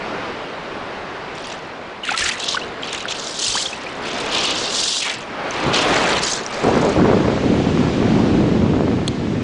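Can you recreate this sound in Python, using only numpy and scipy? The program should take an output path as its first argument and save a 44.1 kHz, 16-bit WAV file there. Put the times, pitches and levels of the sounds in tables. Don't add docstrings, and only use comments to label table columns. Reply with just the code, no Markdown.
import sys
import numpy as np
from scipy import signal
from scipy.fft import rfft, irfft, next_fast_len
from scipy.io import wavfile
from scipy.ndimage import uniform_filter1d, map_coordinates

SR = 44100
rng = np.random.default_rng(int(sys.argv[2]) if len(sys.argv) > 2 else 0)


def to_wav(s):
    ch = np.atleast_2d(s).T
    pcm = np.round(np.clip(ch, -1, 1) * 32767)
    wavfile.write(sys.argv[1], SR, pcm.astype(np.int16))


N = 415863
T = np.arange(N) / SR


def amp(db):
    return 10 ** (np.asarray(db) / 20)


def unit(x):
    return x / np.sqrt(np.mean(x ** 2) + 1e-20)


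def curve(rows):
    return np.interp(T, *np.transpose(rows))


def wobble(knots_per_s):
    return map_coordinates(rng.standard_normal(int(N * knots_per_s / SR) + 4), [T * knots_per_s])


def filtered(x, response):
    size = next_fast_len(N + SR // 2)
    return irfft(rfft(x, size) * response(np.fft.rfftfreq(size, 1 / SR)), size)[:N]


def coloured(x, spectrum):
    f, db = np.transpose(spectrum)
    return filtered(x, lambda hz: amp(np.interp(np.log(hz + 1), np.log(f), db)))


def rush(spectrum, patchy_db):
    bins = signal.stft(rng.standard_normal(N), nperseg=512)[2]
    patches = uniform_filter1d(rng.standard_normal(bins.shape), size=5, axis=0)
    patches = unit(uniform_filter1d(patches, size=10, axis=1))
    noise = signal.istft(bins * amp(patchy_db * patches), nperseg=512)[1][:N]
    return unit(coloured(noise, spectrum))


def add(track, start_s, sound):
    part = track[round(start_s * SR):][:len(sound)]
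    part += sound[:len(part)]


def swell(t, life_s):
    u = 5 * t / life_s
    return u * np.exp(1 - u)


def held(rows, rise_share, release_s):
    start, length, db, *columns = np.transpose(rows)[:, :, None]
    t = T[::16]
    attack = np.clip((t - start) / (rise_share * length), 0, 1)
    release = np.exp(-np.maximum(t - start - length, 0) / release_s)
    power = (amp(db) * attack * release) ** 2 + 1e-14
    total = power.sum(axis=0)
    means = [(power * column).sum(axis=0) / total for column in columns]
    return [np.interp(T, t, track) for track in [np.sqrt(total)] + means]


def grains(start, hz, life_s, strength, rise, samples):
    k = np.arange(samples)
    t, life_s = k / SR, life_s[:, None]
    phase = 2 * np.pi * hz[:, None] * t * (1 + rise * t / life_s / 2)
    rings = strength[:, None] * swell(t, life_s) * np.sin(phase)
    return np.bincount((start[:, None] + k).ravel(), rings.ravel(), N)[:N]


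# t/s, relative level/dB
BREAKER_LEVELS = [(6.6, -34.5), (8.1, -33), (8.8, -38.5), (9.43, -39)]
# f/Hz, level/dB
BREAKER_SPECTRUM = [(200, -3), (600, 2), (2400, 1), (4000, -4), (7000, -14), (10000, -31)]
def breakers(gain_db=3, fade_s=0.084):
    outside_s = np.maximum(BREAKER_LEVELS[0][0] - T, 0) + np.maximum(T - BREAKER_LEVELS[-1][0], 0)
    envelope = amp(curve(BREAKER_LEVELS)) * np.exp(-outside_s / fade_s)
    return envelope * amp(gain_db + 0.16 * wobble(12)) * rush(BREAKER_SPECTRUM, patchy_db=1)


# crest t/s, relative level/dB, build/s, ebb/s
WAVELETS = [(0.05, -30.5, 0.44, .95), (1.2, -34, 0.88, 1), (2.9, -33.5, 1, 1), (4.38, -28, 0.59, 0.51),
            (5.96, -21.5, 0.53, 0.39), (6.649, -29, 0.23, 0.463)]
# f/Hz, level/dB
SURF_SPECTRUM = [(25, -15.5), (100, -10), (190, -4.5), (400, -1), (650, -2), (1300, -5.5), (2500, -11.5),
                 (4700, -22), (10000, -46)]
def surf(gain_db=4.5, crest_shape=1.5):
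    power = np.zeros(N)
    for crest_s, db, build_s, ebb_s in WAVELETS:
        from_crest = np.abs(T - crest_s) / np.where(T < crest_s, build_s, ebb_s)
        power += (amp(db) * np.exp(-from_crest ** crest_shape)) ** 2
    return np.sqrt(power) * amp(gain_db + 0.48 * wobble(25)) * rush(SURF_SPECTRUM, patchy_db=1)


# t/s, length/s, relative level/dB, buffeting re rumble/dB
GUSTS = [(6.625, 0.23, -18.5, 0.5), (6.94, 0.33, -16, -2.5), (7.39, 0.69, -15.5, -11),
         (8.1, 0.737, -14, -12), (8.88, 0.14, -17.5, -11.5), (9.18, .3, -20, -14.5)]
# t/s, relative peak/dB
HARD_FLAPS = [(6.831, -6), (7.171, -12), (7.542, -10), (7.775, -8), (8.736, -9.5), (8.808, -2),
              (8.836, -14), (8.881, -7.5)]
# f/Hz, level/dB
RUMBLE_SPECTRUM = [(25, -15.5), (45, -16), (80, -4), (220, 1), (300, -1), (450, -10.5), (1200, -34.5),
                   (3000, -70)]
# f/Hz, level/dB
BUFFET_SPECTRUM = [(100, -28), (250, 2.5), (420, 7), (750, -0.5), (1400, -9.5), (6000, -53)]
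def wind(rumble_db=-1, puff_db=-1, flap_db=-4, flaps_per_s=70, hard_flap_db=3):
    rumble = amp(rumble_db + 0.66 * wobble(22)) * rush(RUMBLE_SPECTRUM, patchy_db=0.5)
    puffs = unit(amp(3.43 * wobble(130)) * rush(BUFFET_SPECTRUM, patchy_db=3))
    impulses = (rng.random(N) < flaps_per_s / SR) * rng.uniform(-1.16, 1, N)
    flaps = unit(coloured(impulses, BUFFET_SPECTRUM))
    buffeting = amp(puff_db) * puffs + amp(flap_db) * flaps
    kicks = np.zeros(N)
    for start_s, db in HARD_FLAPS:
        add(kicks, start_s, [amp(db)])
    hard_flaps = coloured(kicks, BUFFET_SPECTRUM)
    hard_flaps *= amp(hard_flap_db) * kicks.max() / hard_flaps.max()
    force, buffeting_db = held(GUSTS, rise_share=0.091, release_s=0.16)
    return hard_flaps + force * (rumble + amp(buffeting_db) * buffeting)


# t/s, level/dB, centre f/Hz, life/s
SLOSHES = [(2.198, -37, 50, 0.14), (2.29, -33.5, 1300, .22), (3.47, -35, 45, 0.07), (5.05, -26, 1117, 0.11),
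           (5.645, -17.5, 187, .11), (5.744, -35, 2950, 0.45), (5.89, -15.5, 242, 0.058)]
def sloshes():
    out, t = np.zeros(N), np.arange(SR // 2) / SR
    for start_s, db, hz, life_s in SLOSHES:
        band = signal.butter(2, [hz / 2, hz * 2], "band", fs=SR, output="sos")
        noise = unit(signal.sosfilt(band, rng.standard_normal(len(t))))
        add(out, start_s, amp(db) * swell(t, life_s) * noise)
    return out


# t/s, relative level/dB, start f/Hz, glide time/s, slope/(oct per glide time)
BUBBLES = [(2.031, -21, 3060, 0.026, -0.2), (2.085, -15, 2760, .007, -0.1), (2.089, -9.5, 1490, 0.013, -.1),
           (2.115, -10.5, 776, .013, .15), (2.136, -17.5, 1285, 0.0334, .11),
           (2.255, -16.5, 1570, .009, 0.1), (2.289, -18.5, 1717, 0.0062, 0.3),
           (2.482, -17.5, 3920, 0.021, -.1), (2.52, -17, 3820, .02, .25), (2.545, -13.5, 1014, 0.01, .38),
           (2.568, -12.5, 1477, .017, .03), (2.611, -23, 2590, 0.026, 0.3), (2.832, -16.5, 3140, 0.0066, 0),
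           (3.054, -14.5, 1430, 0.0056, -0.1), (3.084, -17, 3440, 0.0086, 0), (3.551, -16, 843, 0.016, 0.8),
           (3.566, -19, 1340, .025, 0.9), (3.655, -13, 3130, 0.018, 0.3), (3.725, -21, 2430, 0.022, 0.2),
           (3.864, -22, 2270, 0.014, 0.2), (6.176, -17.5, 4000, 0.0143, 0.1),
           (6.246, -17.5, 6940, .012, -.16), (6.269, -19, 4580, 0.009, 0), (6.321, -15, 6400, 0.0085, .03)]
def bubbles(gain_db=-1, linger=1.47):
    out, t = np.zeros(N), np.arange(SR // 10) / SR
    for start_s, db, start_hz, glide_s, slope_oct in BUBBLES:
        hz = start_hz * 2 ** (slope_oct * np.minimum(t / glide_s, 1.5))
        bend, shake = 0.45 * unit(uniform_filter1d(rng.standard_normal((2, len(t))), size=90))
        ring = (1 + shake / 2) * np.sin(2 * np.pi * np.cumsum(hz) / SR + bend)
        add(out, start_s, amp(db + gain_db) * swell(t, glide_s * linger) ** 2 * ring)
    return out


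# t/s, relative level/dB, f/Hz
CLICKS = [(1.472, -23, 4800), (2.177, -4, 4100), (2.923, -21, 2940), (3.482, -7, 4180),
          (4.131, -20.5, 3470), (5.03, -10.5, 3500), (5.509, -13.5, 6200), (6.464, -10, 5760),
          (9.079, -6, 3390), (9.0819, -8, 4180)]
def clicks(gain_db=-2, t60_s=0.01, overtone_ratio=1.9, overtone_db=-9, crack_db=-7, crack_t60_s=0.0023):
    out, t = np.zeros(N), np.arange(SR // 20) / SR
    for start_s, db, hz in CLICKS:
        phase = 2 * np.pi * hz * t
        modes = np.sin(phase) + amp(overtone_db) * np.sin(overtone_ratio * phase)
        crack = amp(crack_db - 60 * t / crack_t60_s) * np.gradient(rng.standard_normal(len(t)))
        add(out, start_s, amp(db + gain_db) * (modes * amp(-60 * t / t60_s) + crack))
    return out


def trickle(stir, chip_hz, spread_oct, loose, gain_db=-1, max_per_s=170, cycles=26, size_db=3.5):
    start = np.flatnonzero(rng.random(N) < max_per_s / SR * np.maximum(loose, 0.55))
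    detune, size, ring_time = np.clip(rng.standard_normal((len(start), 3)), -2, 2).T
    hz = chip_hz[start] * 2 ** (0.65 * spread_oct[start] * detune - 0.151)
    life_s = cycles * np.exp(ring_time / 2) / hz
    strength = stir[start] * amp(gain_db + size_db * size)
    return grains(start, hz, life_s, strength, rise=0.07, samples=1600)


# f/Hz, level/dB
CHIP_SPECTRUM = [(300, -15), (1000, 1.5), (5000, 0.5), (7500, 2), (10000, -7)]
def shells(stir, chip_hz, spread_oct, loose, gain_db=-1.25, max_per_s=11000, cycles=11,
           size_db=2, clump_db=0.87, tumble_db=3.5, skew=0.14, spray_db=-14):
    contacts_per_s = max_per_s * (stir / stir.max()) ** 0.7 * (1 - loose / 2)
    start = np.flatnonzero(rng.random(N) < contacts_per_s / SR)
    detune, ring_time, size_a, size_b = rng.standard_normal((len(start), 4)).T
    octaves = spread_oct[start] * (detune + skew * detune ** 2)
    hz = np.clip(chip_hz[start] * 2 ** octaves, 500, SR / 3)
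    life_s = cycles * np.exp(ring_time / 2) / hz
    size = np.minimum((size_a ** 2 + size_b ** 2) / 2, 4)
    strength = amp(size_db * size) / np.sqrt(life_s)
    heap = unit(grains(start, hz, life_s, strength, rise=0, samples=320))
    heap /= np.sqrt(np.abs(uniform_filter1d(heap ** 2, size=1500)) + 1e-3)
    spray = amp(spray_db + 7.2 * wobble(300)) * rng.standard_normal(N)
    clumps = amp((clump_db + tumble_db * loose) * np.minimum(wobble(140), 2))
    return stir * amp(gain_db) * clumps * coloured(heap + spray, CHIP_SPECTRUM)


# t/s, looseness (0 packed, even grind; 1 loose, separate clatters)
LOOSENESS = [(2.2, .6), (2.9, 1), (3.4, 0.36), (5.0, 0.19), (5.9, .4), (6.25, 0.99)]
# t/s, length/s, relative level/dB, chip f/Hz, spread/oct
STROKES = [(1.33, .19, -37.5, 3870, 0.44), (2.03, .11, -28.5, 2670, 0.47), (2.155, .065, -21, 3950, 0.96),
           (2.245, .06, -24.5, 3200, 0.81), (2.37, .16, -25, 4040, 0.35), (2.8, .2, -32.5, 3408, .42),
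           (3.075, .04, -27, 3740, 0.38), (3.14, .25, -31.5, 5000, .46), (3.36, .255, -21, 4940, 0.55),
           (3.68, .25, -38, 3130, .5), (4.0, .29, -31, 3470, .48), (4.29, .215, -20.5, 3480, 0.37),
           (4.52, .18, -26, 4210, .38), (4.69, .29, -20.5, 4670, 0.49), (4.99, .125, -24.5, 2940, 0.59),
           (5.48, .22, -34, 3300, 0.5), (5.72, .085, -20, 3357, 0.39), (5.83, .35, -24.5, 3130, 0.61),
           (6.2, .13, -25, 5380, .5), (6.42, .5, -40.5, 5550, 0.42)]
def raking():
    stir, chip_hz, spread_oct = held(STROKES, rise_share=0.25, release_s=0.06)
    loose = curve(LOOSENESS)
    return shells(stir, chip_hz, spread_oct, loose) + trickle(stir, chip_hz, spread_oct, loose)


def scene():
    mono = surf() + breakers() + raking() + bubbles() + clicks() + sloshes() + wind()
    return np.array([mono, mono])


def record(dry, ceiling=0.68, top_hz=10250):
    rounded = dry / (1 + np.abs(dry / ceiling) ** 6) ** (1 / 6)
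    return np.array([filtered(channel, lambda hz: hz < top_hz) for channel in rounded])


dry = scene()
out = record(dry)
to_wav(out)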